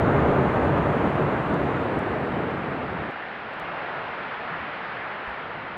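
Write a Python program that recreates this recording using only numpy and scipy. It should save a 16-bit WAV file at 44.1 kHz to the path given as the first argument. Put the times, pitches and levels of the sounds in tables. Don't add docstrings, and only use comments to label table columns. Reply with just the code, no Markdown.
import sys
import numpy as np
from scipy import signal
from scipy.fft import rfft, irfft, next_fast_len
from scipy.io import wavfile
from scipy.ndimage import uniform_filter1d, map_coordinates

SR = 44100
rng = np.random.default_rng(int(sys.argv[2]) if len(sys.argv) > 2 else 0)


def to_wav(s):
    ch = np.atleast_2d(s).T
    pcm = np.round(np.clip(ch, -1, 1) * 32767)
    wavfile.write(sys.argv[1], SR, pcm.astype(np.int16))


def boost_factor(decibels):
    exponent = np.asarray(decibels, float) / 20
    return 10 ** exponent


N = 254456
STOP_S = 3.1128


def unit(x):
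    return x / np.sqrt(np.mean(x ** 2) + 1e-20)


def coloured(x, colour):
    size = next_fast_len(N + 8192)
    hz, db = np.transpose(colour)
    log_hz = np.log(np.fft.rfftfreq(size, 1 / SR) + 1)
    gain = boost_factor(np.interp(log_hz, np.log(hz + 1), db, left=-120, right=-120))
    return unit(irfft(rfft(x, size) * gain, size)[:N])


def patchy(patchy_db):
    spectrum = signal.stft(rng.standard_normal(N), nperseg=512)[2]
    field = rng.standard_normal(spectrum.shape)
    field = uniform_filter1d(field, size=6, axis=0)
    field = uniform_filter1d(field, size=12, axis=1)
    noise = signal.istft(spectrum * boost_factor(patchy_db * unit(field)), nperseg=512)[1]
    return unit(noise[:N])


def impacts(per_s, spread_db):
    when, size, sign = rng.random((3, N))
    struck = when < per_s / SR
    strength = boost_factor(-spread_db * np.log(size + 1e-9))
    return unit(struck * strength * np.sign(sign - 0.5))


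def ramp(start_s, length_s):
    return np.clip((np.arange(N) / SR - start_s) / length_s, 0, 1)


def fading(first_db, loss_db, bend, share):
    # centre_s, change_db (at full share), half_length_s (to 1/e of the change)
    surges = [(0.178, 2.5, 0.11), (0.496, -1.5, .07), (0.985, -1.5, 0.044), (1.066, 4.5, .025),
              (1.132, -5.5, 0.047), (1.204, 2, 0.022), (1.335, 1.5, 0.038), (1.443, -4, 0.076),
              (1.53, 2.5, .04)]
    t = np.arange(N) / SR
    surge_db = sum(db * np.exp(-((t - s) / length) ** 2) for s, db, length in surges)
    sunk_db = loss_db * np.minimum(t / STOP_S, 1) ** bend
    return boost_factor(first_db - sunk_db + share * surge_db)


def spray(blows):
    # pitch_hz, level_db
    spray_colour = [(4000, -27), (5500, -1), (7000, -1), (9500, -4), (11700, -8.5), (13200, -13.5),
                    (15700, -20)]
    fizz = coloured(0.2 * blows + patchy(1.2), spray_colour)
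    from_s, to_s, shrink_to = 1.3, 1.85, 0.46
    shrink = 1 - (1 - shrink_to) * ramp(from_s, to_s - from_s)
    echoes = np.zeros(N)
    for first_delay_ms in (0.67, 0.37):
        delay = first_delay_ms * shrink * SR / 1e3
        echoes += map_coordinates(fizz, [np.arange(N) - delay], order=3)
    return fading(first_db=-68, loss_db=14.5, bend=2.5, share=0.1) * unit(fizz - 0.19 * echoes)


def collapse():
    # pitch_hz, level_db
    shake_colour = [(15, -38), (25, -15), (45, -17), (72, -2), (120, -3), (132, 0.5), (144, 5.5), (157, -8),
                    (175, -4), (260, -40)]
    # pitch_hz, level_db
    crash_colour = [(90, -25), (170, -2.5), (290, -2), (460, -3), (560, -10.5), (900, -28.5)]
    # pitch_hz, level_db
    rattle_colour = [(330, -43.5), (560, 0.5), (800, -2), (1240, -5.5), (2090, -18), (3020, -30),
                     (4460, -44), (5800, -67)]
    blows = impacts(per_s=900, spread_db=2.5)
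    # colour, (first level dB, loss by the stop dB, bend of the fade, share of the surges), blow share, patchy dB
    layers = [(shake_colour, (-26.5, 16.5, 1.66, 0.8), 0.35, 1.2),
              (crash_colour, (-24, 12.5, 2.15, 0.87), 0.3, 0.8),
              (rattle_colour, (-26, 12.5, 1.98, 0.45), 0.25, 0.6)]
    roar = np.zeros(N)
    for colour, fade, blow_share, patchy_db in layers:
        roar += fading(*fade) * coloured(blow_share * blows + patchy(patchy_db), colour)
    cut = 1 - ramp(STOP_S - 0.002, 0.002)
    return (roar + spray(blows)) * cut


def dust_cloud():
    # pitch_hz, level_db
    hiss_colour = [(250, -27), (450, -4.5), (800, -3), (1380, -0.5), (1800, -2.5), (2770, -12), (3600, -21),
                   (4460, -30), (5200, -39), (6000, -49.5), (6800, -59), (8000, -62.5), (11000, -66),
                   (15700, -67.5)]
    # pitch_hz, level_db
    roar_colour = [(350, -24.5), (520, -5), (700, 1.5), (900, -0.5), (1300, -20)]
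    # pitch_hz, level_db
    roll_colour = [(15, -44.5), (25, -20), (80, -10), (150, -3.5), (300, -4.5), (420, -4.5), (700, -30)]
    gust_s, rise_s, hold_s, release_s = 3.544, 0.18, 0.16, 0.38
    settle_s, settle_length_s = 4.88, 0.6
    rise = ramp(gust_s, rise_s)
    top = rise - ramp(gust_s + rise_s + hold_s, release_s)
    linger = rise - ramp(settle_s, settle_length_s)
    # colour, level before the gust dB, brief lift dB, lingering lift dB, patchy dB
    layers = [(hiss_colour, -35, 0.4, 1.98, 0.6),
              (roar_colour, -42.5, 4.5, 0.49, 0.64),
              (roll_colour, -45, 1.1, 0.4, 1.3)]
    cloud = np.zeros(N)
    for colour, level_db, top_db, linger_db, patchy_db in layers:
        level = boost_factor(level_db + top_db * top + linger_db * linger)
        cloud += level * coloured(patchy(patchy_db), colour)
    return cloud


def add(track, s, sound):
    start = round(s * SR)
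    track[start:start + len(sound)] += sound[:max(N - start, 0)]


def grit():
    # start_s, level_db (of the noise before its band is cut out), pitch_hz
    ticks = [(.7264, -58, 14200), (1.3654, -62, 14600), (1.4999, -44, 6500), (1.542, -38, 7000),
             (1.8033, -55.5, 8000), (1.991, -40, 8500), (2.5094, -50.5, 6500), (2.5813, -47, 7500),
             (3.5206, -60, 8460), (3.5393, -52, 8500), (3.9487, -60, 8000), (5.258, -58.5, 6500),
             (5.277, -55.5, 10500), (5.2954, -49.5, 7000)]
    # start_s, peak_db
    clicks = [(1.0947, -43), (3.1128, -44), (3.5988, -33)]
    # start_s, level_db (before the soft onset and decay), pitch_hz
    thumps = [(4.509, -33, 161.6), (4.6, -41, 76), (5.275, -35.5, 60.3)]
    track = np.zeros(N)
    t = np.arange(SR // 5) / SR

    when, size, pitch = rng.random((10, 3)).T
    faint = zip(when * STOP_S, -59 + 3 * (2 * size - 1), 9000 + 6000 * pitch)
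    for s, db, hz in [*ticks, *faint]:
        band = signal.butter(2, [0.54 * hz, min(1.14 * hz, 0.45 * SR)], "band", fs=SR)
        scratch = signal.lfilter(*band, rng.standard_normal(len(t)))
        add(track, s, boost_factor(db - 60 * t / 0.005) * scratch)

    for s, db in clicks:
        add(track, s, boost_factor(db) * np.array([0.3, 1, 0.3]))

    for s, db, hz in thumps:
        decay = boost_factor(db - 60 * t / 0.19)
        onset = 1 - np.exp(-t / 0.0046)
        add(track, s, decay * onset * np.sin(2 * np.pi * hz * t))
    return track


def scene():
    return (collapse() + dust_cloud() + grit())[None]


def top_cut(x):
    return signal.sosfilt(signal.butter(12, 15750, fs=SR, output="sos"), x)


def record(dry):
    return top_cut(dry)


dry = scene()
out = record(dry)
to_wav(out)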